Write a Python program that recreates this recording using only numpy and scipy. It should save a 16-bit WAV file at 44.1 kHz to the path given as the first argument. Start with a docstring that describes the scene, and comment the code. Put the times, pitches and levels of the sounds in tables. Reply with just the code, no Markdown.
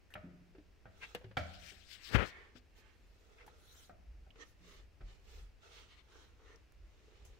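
"""Fitting a windscreen seal

A bare car body in a quiet workshop, heard from close by on a stereo microphone. Hands work a rubber
seal onto the edge of the glass: it rubs and scrapes in stick-slip strokes, ticks, and pops into its
seat. The pane knocks and rings; the body booms and rumbles as it is pushed. Early on, right at the
microphone, a finger slides over the left port and briefly presses on it."""
import sys
import numpy as np
from scipy import signal
from scipy.fft import rfft, irfft
from scipy.io import wavfile
from scipy.ndimage import uniform_filter1d

SR = 44100
rng = np.random.default_rng(int(sys.argv[2]) if len(sys.argv) > 2 else 0)


def to_wav(sig):
    """Store sig (one row per channel, or 1-D mono) as 16-bit WAV at the path in sys.argv[1].

    Samples outside -1..1 are clipped; the rate is SR.
    """
    pcm = np.clip(np.atleast_2d(sig), -1, 1) * 32767
    pcm = np.round(pcm).astype(np.int16)
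    wavfile.write(sys.argv[1], SR, pcm.T)  # frames by channels


N = 325981
T = np.arange(N) / SR
RING_T = T[:SR * 3 // 4]  # time axis of one blow

# hiss spectrum of slipping skin: f/Hz, level/dB
SKIN_HISS = [(1500, -12), (4000, 11), (7500, 6), (9500, 0.5), (12000, 1.5), (16000, 0)]
# contact noise spectrum of a knock or pop: f/Hz, level/dB
CONTACT = [(25, -9.5), (90, 9.5), (200, 15.5), (700, -8.5), (1500, 8.5), (3300, -1), (5500, -9.5),
           (10000, -27.5)]


def rubbing():
    """Rubber on glass: a firm grip drags the rubber body along, a light one lets the skin slip and hiss."""
    # strokes: middle t/s, half length/s, level/dB, grip 0-1
    strokes = [(1.073, 0.084, -65.5, 0.45), (2.41, 0.094, -76, 1), (2.784, 0.018, -69.5, 0.3),
               (3.21, 0.25, -80, 0.29), (3.45, 0.15, -76, 1), (3.65, 0.052, -82.5, 0.05),
               (3.788, 0.059, -67.5, 0.18), (4.41, 0.029, -66.5, 0.98), (4.486, 0.032, -83, 0.06),
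               (4.719, 0.061, -62, 0.46), (5.105, 0.047, -68, 0.55), (5.349, 0.071, -64, 0.4),
               (5.646, 0.022, -66.5, 0.6), (5.763, 0.067, -63.5, 0.46), (6.18, 0.074, -65, 0.54),
               (6.487, 0.077, -71, 0.85), (7.173, 0.24, -73, 0.64)]
    # spectrum of rubber on glass: f/Hz, level/dB
    rub_spectrum = [(400, -7), (1000, -1), (1500, 1), (3000, 0.5), (4300, -2.5), (6500, -6.5), (9000, -18),
                    (14000, -53)]
    # spectrum of the dragged rubber body: f/Hz, level/dB
    drag_spectrum = [(190, -29), (280, 4.5), (450, 12), (720, -1.5), (1300, -2), (3000, -20), (8000, -51)]
    friction, drag, skin = np.zeros((3, N))
    for s, half, db, grip in strokes:
        stroke = amp(db) * swell(s, half, shape=2.04)
        friction += stroke
        drag += stroke * amp(-13 + 20.5 * grip)
        skin += stroke * amp(13.5 - 52 * grip)
    rub = friction * colour(patchy(slips(16000, 0.42, 1.0, 0.04), patch_db=1.7), rub_spectrum)
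    body = drag * colour(slips(4000, 0.98, 2.6, 0.93), drag_spectrum)
    hiss = skin * colour(patchy(slips(16000, 1.5, 1.0, 0.12), patch_db=4.0), SKIN_HISS)
    return rub * pan(-2.5) + body + hiss * pan(2.0)


def scrapes():
    """Quick slides of the rubber rasp, and some ring its hollow section."""
    # scrapes: middle t/s, level/dB, half length/s, centre f/Hz, hollow share 0-1, left over right/dB
    slides = [(1.034, -47, 0.013, 2380, 0, 3), (2.22, -61, 0.14, 2000, 0, 5),
              (2.368, -62.5, 0.085, 1900, 0, -5.5), (2.854, -68.5, 0.069, 2000, 0.24, -8),
              (3.409, -62, 0.021, 1920, 0, 1), (4.417, -56, 0.013, 2870, 0.65, -10.5),
              (5.774, -59.5, 0.048, 3250, 0.1, -5), (5.921, -63.5, 0.028, 3040, 0.1, -2.5),
              (5.99, -68, 0.016, 3000, 0.04, 16.5), (6.51, -65, 0.035, 1920, 0.3, -0.5)]
    # resonances of the hollow seal: f/Hz, width/Hz, level/dB
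    seal_modes = [(450, 62, 0.5), (1222, 30, 8.5), (1840, 100, 6), (3160, 130, -6), (4100, 120, -8.5),
                  (6100, 700, -7.5), (7360, 550, -19)]
    hz = np.fft.rfftfreq(N, 1 / SR)
    grit = slips(per_s=9000, spread_db=0.5, clump_db=0.63, same=0.59)
    section = sum(amp(db) / (1 + ((hz - f) / (width / 2)) ** 2) for f, width, db in seal_modes)
    hollow = unit(irfft(rfft(grit) * section, N))
    out = np.zeros((2, N))
    for s, db, half, f, share, side_db in slides:
        rasp = colour(grit, [(f / 6, -17), (f / 1.12, -3), (f * 1.03, 0), (f * 1.77, -15), (f * 7, -48)])
        out += amp(db) * swell(s, half) * unit(share * hollow + (1 - share) * rasp) * pan(side_db)
    return out


def pops():
    """The seal drops into its seat with a puff of contact noise and a damped resonance."""
    # pops: t/s, level/dB, f/Hz, contact noise against the ring/dB
    seatings = [(0.549, -53, 379, -10), (.582, -51.5, 298, -12.5), (1.1479, -39, 486, -1.5),
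                (1.212, -54, 510, -10), (1.241, -47, 376, -7.5), (1.311, -57, 540, -1),
                (1.719, -58, 395, -2), (2.551, -54.5, 248, -24), (3.478, -51.5, 846, -8),
                (4.356, -61, 428, 2.5), (5.01, -57.5, 354, -2.5)]
    decay_cycles = 46  # so low pops last longer
    out = np.zeros((2, N))
    for s, db, hz, contact_db in seatings:
        puff = soften(colour(noise(len(RING_T), 0.1), CONTACT), 5800)
        contact = amp(contact_db) * puff * dying(0.087, 0.0012)
        add(out, s, amp(db) * (damped(hz, decay_cycles / hz) + contact))
    return out


def ticks():
    """Nails and the lip of the seal snap on the glass."""
    # ticks: t/s, tone level/dB, f/Hz, t60/s, snap level/dB, left over right/dB
    flicks = [(0.104, -62, 1760, 0.24, -69, 3), (0.1389, -45.5, 2880, 0.035, -52, 4.5),
              (1.1486, -42, 2850, 0.039, -43, 5), (3.385, -62, 2340, 0.045, -83, 2),
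              (3.464, -86, 3000, 0.11, -59, 1), (4.305, -57.5, 2880, 0.037, -86, -7),
              (6.559, -60, 5460, 0.015, -66, 6), (6.722, -79, 7000, 0.016, -61.5, -4),
              (7.25, -66.5, 6500, 0.21, -63, -1.5)]
    out = np.zeros((2, N))
    for s, db, hz, t60, snap_db, side_db in flicks:
        tone = colour(noise(len(RING_T), 0.17), [(hz / 2, -32), (hz, 0), (hz * 1.71, -28), (hz * 3, -45)])
        snap = colour(noise(len(RING_T), 0.12), [(500, 21), (4000, 5.4), (11000, 5.8), (16000, 2.5)])
        add(out, s, (amp(db) * tone + amp(snap_db) * snap) * dying(t60, 0.00013) * pan(side_db))
    return out


def knocks():
    """The pane bumps against its frame; a soft contact leaves out the high modes."""
    # knocks: t/s, level/dB, contact hardness as cutoff f/Hz, thud gain/dB
    blows = [(.153, -41.5, 2350, -14), (.855, -49.5, 1660, -9.5), (1.369, -29.5, 17000, -10.5),
             (3.894, -47.5, 1070, -14), (4.264, -59, 930, -10), (5.006, -55.5, 1250, -2)]
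    # modes of the pane: f/Hz, level/dB, t60/s
    pane_modes = [(540, -11.5, 0.2), (622, -9, 0.32), (691, -8, 0.23), (744, -4, 0.09), (780, -18.5, 0.065),
                  (1317, -4.5, 0.13), (1385, -6.5, 0.042), (1490, -1, 0.066), (1920, -11, 0.13),
                  (2290, -5, 0.079), (3260, -2, 0.034)]
    # modes of the frame under it: f/Hz, level/dB, t60/s
    frame_modes = [(83, 2.5, 0.47), (105, 4, 0.21), (118, 4, 0.1), (186.5, -11, 0.75)]
    out = np.zeros((2, N))
    for s, db, hard_hz, thud_db in blows:
        crack = amp(-6.0) * colour(noise(len(RING_T), 0.73), CONTACT) * dying(0.15, 0.00063)
        glass = amp(-2.5) * ring(clusters(pane_modes), rise=0.0019, scatter=1.23)
        thud = amp(thud_db) * ring(frame_modes, rise=0.0073, scatter=0.2)
        add(out, s, amp(db) * (soften(glass + crack, hard_hz) + thud))
    return out


def bodywork():
    """The car body answers the pushing with sheet metal booms and dull thumps."""
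    # pushes on a panel: t/s, level/dB
    booms = [(.235, -51.5), (4.601, -65.5)]
    # modes of that panel: f/Hz, level/dB, t60/s
    panel_modes = [(177, 2, 0.82), (268.4, -6, 0.65)]
    # thumps of the body: t/s, level/dB, f/Hz, t60/s
    thumps = [(1.243, -47.5, 108, 0.35), (5.021, -38, 41.3, 0.42)]
    out = np.zeros((2, N))
    for s, db in booms:
        add(out, s, sum(amp(db + mode_db) * damped(hz, t60) for hz, mode_db, t60 in panel_modes))
    for s, db, hz, t60 in thumps:
        add(out, s, amp(db) * damped(hz, t60))
    return out


def finger_slide():
    """Handling noise: skin creeps over the left port in short pushes; the right hears only a trace."""
    # pushes: middle t/s, half length/s, level/dB
    pushes = [(1.546, 0.0079, -62), (1.672, 0.04, -56.5), (1.929, .023, -54.5), (2.075, 0.028, -53.5),
              (2.146, 0.016, -45), (2.271, 0.025, -53.5), (2.573, 0.015, -61)]
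    # spectrum of skin on the port: f/Hz, level/dB
    slide_spectrum = [(400, -23), (1000, -17), (1600, 1.5), (2900, 4.5), (5200, -1.5), (6500, -11),
                      (8200, -12.5), (10500, -46)]
    creep = amp(-62) * held(1.4, 2.1, rise_db_per_s=700, fall_db_per_s=700)
    slide = creep + sum(amp(db) * swell(s, half) for s, half, db in pushes)
    grit = patchy(slips(16000, 0.98, 0.52, 0.16), patch_db=2.5)
    hiss = amp(-60) * (slide / amp(-53)) ** 1.47  # faster sliding is brighter
    return (slide * colour(grit, slide_spectrum) + hiss * colour(grit, SKIN_HISS)) * amp([[0], [-16]])


def finger_press():
    """The finger presses on the left port and traps air in it."""
    # presses: t/s, hold/s, level/dB, rise/(dB/s)
    presses = [(2.154, 0.075, -30, 432), (2.56, 0.011, -64.5, 1208)]
    # spectrum of the covered port: f/Hz, level/dB
    press_spectrum = [(15, -23), (50, 1), (110, -5.5), (165, -11.5), (420, -11), (1000, -18), (1450, -12),
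                      (2900, -19.5), (3600, -29.5), (8000, -50.5), (16000, -59.5)]
    # pressure pulses as the port is sealed: t/s, level/dB, half length/s
    bumps = [(2.1512, -13.5, 0.0018), (2.169, -17.5, 0.0034)]
    air = colour(slips(12000, 0.88, 0.3, 0.98)[0], press_spectrum)
    out = np.zeros((2, N))
    for s, hold, db, rise in presses:
        squeeze_db = 10 * swell(s, 0.0097)  # trapped air rushes out as the press lands
        out[0] += amp(db + squeeze_db) * held(s, s + hold, rise, fall_db_per_s=384) * air
    for s, db, half in bumps:
        out[0] -= amp(db) * (1 - ((T - s) / half) ** 2) * swell(s, half)
    return out


def cabin(x, positions=4):
    """Glass and bare metal close by make the rubber sound hollow, shifting as the hands move."""
    turn_hz = 0.4447
    fades = (np.maximum(np.cos(2 * np.pi * (turn_hz * T + k / positions)), 0) for k in range(positions))
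    return sum(reflections(x * fade ** 1.5) for fade in fades)


def reflections(x):
    """Direct sound and quick echoes for one position of the hands."""
    t = T[:SR // 40]
    taps = rng.standard_normal((2, len(t))) * (rng.random(len(t)) < 1500 / SR) * np.exp(-t / 0.0063)
    taps = 1.64 * taps / np.linalg.norm(taps, axis=1, keepdims=True)
    taps[:, 0] = 1  # straight path to the microphone
    return signal.oaconvolve(x, taps / np.linalg.norm(taps[0]), axes=1)[:, :N]


def workshop(x):
    """Diffuse tail from the walls farther off, each band dying at its own speed."""
    # reverberation time: f/Hz, t60/s
    decay = [(100, 0.98), (2000, 0.69), (15000, 0.5)]
    taps = rng.standard_normal((2, SR)) * (rng.random((2, SR)) < 3000 / SR) * (T[:SR] > .006)
    hz, t, bands = signal.stft(taps, SR, nperseg=256)
    tail = signal.istft(bands * amp(-60 * t / read(decay, hz)[:, None]), SR, nperseg=256)[1]
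    return signal.fftconvolve(x, tail / np.linalg.norm(tail[0]), axes=1)[:, :N]


def rumble():
    """The car body rumbles low as weight shifts against it."""
    # leans: middle t/s, half length/s, level/dB
    leans = [(3.1, 0.028, -62.5), (4.176, 0.14, -56.5), (4.801, 0.1, -57.5), (5.407, 0.085, -52.5),
             (6.843, 0.055, -56.5), (7.281, 0.053, -56)]
    # spectrum of the swaying body: f/Hz, level/dB
    body_spectrum = [(20, -16), (45, 0.5), (68, -7.5), (100, -27.5), (200, -31.5), (500, -103)]
    sway = sum(amp(db) * swell(s, half) for s, half, db in leans)
    return sway * colour(noise(N, 0.95), body_spectrum)


def room_tone():
    """Steady air of the quiet workshop."""
    # spectrum of the air: f/Hz, level/dB
    air_spectrum = [(20, -8), (45, 3.5), (70, 1), (155, -17), (350, -16.5), (1050, -28), (2600, -26),
                    (3500, -33.5), (5200, -33.5), (9400, -46.5), (16000, -47.5)]
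    return amp(-64) * colour(noise(N, 0.47), air_spectrum) * pan(0.65)


def slips(per_s, spread_db, clump_db, same):
    """Stick-slip friction: a dense train of tiny clicks of uneven size, bunched in clumps."""
    size = amp(spread_db * np.minimum(rng.exponential(1, (3, N)), 4))
    clicks = size * rng.standard_normal((3, N)) * (rng.random((3, N)) < per_s / SR)
    clumps = unit(uniform_filter1d(uniform_filter1d(rng.standard_normal(N), size=300), size=200))
    return unit(pair(clicks, same) * amp(clump_db * clumps))


def patchy(x, patch_db):
    """Skin catches and lets go unevenly: the colour of the friction shifts in short patches."""
    bands = signal.stft(x, nperseg=512)[2]
    patches = uniform_filter1d(rng.standard_normal(bands.shape[1:]), size=11, axis=0)
    patches = unit(uniform_filter1d(patches, size=6, axis=1))
    return unit(signal.istft(bands * amp(patch_db * patches), nperseg=512)[1][:, :N])


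def clusters(modes, count=5, split=0.0534):
    """The pane rests loosely on the seal, so each mode splits into close partials that beat."""
    return [(hz * (1 + split * rng.uniform(-1.04, 1)), db - 10 * np.log10(count), t60)
            for hz, db, t60 in modes for _ in range(count)]


def ring(modes, rise, scatter):
    """Dying modes; each reaches the two ports with its phase scattered (radians)."""
    return sum(amp(db) * dying(t60, rise)
               * np.sin(2 * np.pi * hz * RING_T + scatter * rng.standard_normal((2, 1)))
               for hz, db, t60 in modes)


def damped(hz, t60):
    """One resonance and a dull crowd of modes round it."""
    spectrum = [(hz / 4, -30), (hz, 0), (hz * 2.16, -10), (hz * 5, -55), (SR / 2, -100)]
    crowd = amp(-8.0) * colour(noise(len(RING_T), 1.0), spectrum)
    rise = .5 / hz  # half a cycle
    return ring([(hz, 0, t60)], rise, scatter=0.14) + crowd * dying(t60, rise)


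def swell(s, half, shape=2):
    """Bell-shaped envelope of a stroke that speeds up and slows down again."""
    return np.exp(-np.minimum(abs((T - s) / half), 10) ** shape / 2)


def held(start, end, rise_db_per_s, fall_db_per_s):
    """Attack, hold and release."""
    return amp(-rise_db_per_s * np.maximum(start - T, 0) - fall_db_per_s * np.maximum(T - end, 0))


def dying(t60, rise):
    """Envelope of a blow; times in seconds."""
    return amp(-60 * RING_T / t60) * (1 - np.exp(-RING_T / rise))


def noise(size, same):
    """Stereo white noise."""
    return pair(rng.standard_normal((3, size)), same)


def pair(x, same):
    """Three unrelated signals become two channels with the share `same` of their power in common."""
    return np.sqrt(same) * x[0] + np.sqrt(1 - same) * x[1:]


def colour(x, points):
    """Gives x a spectrum, at rms 1."""
    size = x.shape[-1]
    gain = amp(read(points, np.fft.rfftfreq(size, 1 / SR)))
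    return unit(irfft(rfft(x) * gain, size))


def read(points, hz):
    """Joins points on a log-frequency axis."""
    f, value = np.transpose(points)
    return np.interp(np.log(hz + 1), np.log(f + 1), value)


def soften(x, hz):
    """Two-pole low-pass."""
    return signal.sosfilt(signal.butter(2, hz, fs=SR, output="sos"), x)


def add(mix, s, sound):
    """Mixes a sound in at s seconds."""
    part = mix[:, round(s * SR):][:, :sound.shape[-1]]
    part += sound[..., :part.shape[1]]


def pan(db):
    """Channel gains, left over right by db."""
    return amp(np.array([[db], [-db]]) / 2)


def amp(db):
    return 10 ** (np.asarray(db) / 20)


def unit(x):
    return x / np.sqrt(np.mean(x ** 2) + 1e-20)


def scene():
    """At the microphone: the work close up, handling noise on the left, the workshop behind."""
    blows = knocks()
    seating = pops() + bodywork() + ticks()
    scraped = cabin(scrapes())
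    handling = finger_slide() + finger_press()
    echo = workshop(amp(-9.5) * blows + amp(-18.5) * (seating + scraped) + amp(-39.5) * handling[0])
    return cabin(rubbing()) + scraped + seating + blows + handling + echo + room_tone() + rumble()


def record(dry):
    """The recorder's band limit."""
    band_limit = signal.firwin(511, cutoff=15850, window=("kaiser", 9), fs=SR)
    return signal.oaconvolve(dry, band_limit[None], "same")


dry = scene()
out = record(dry)
to_wav(out)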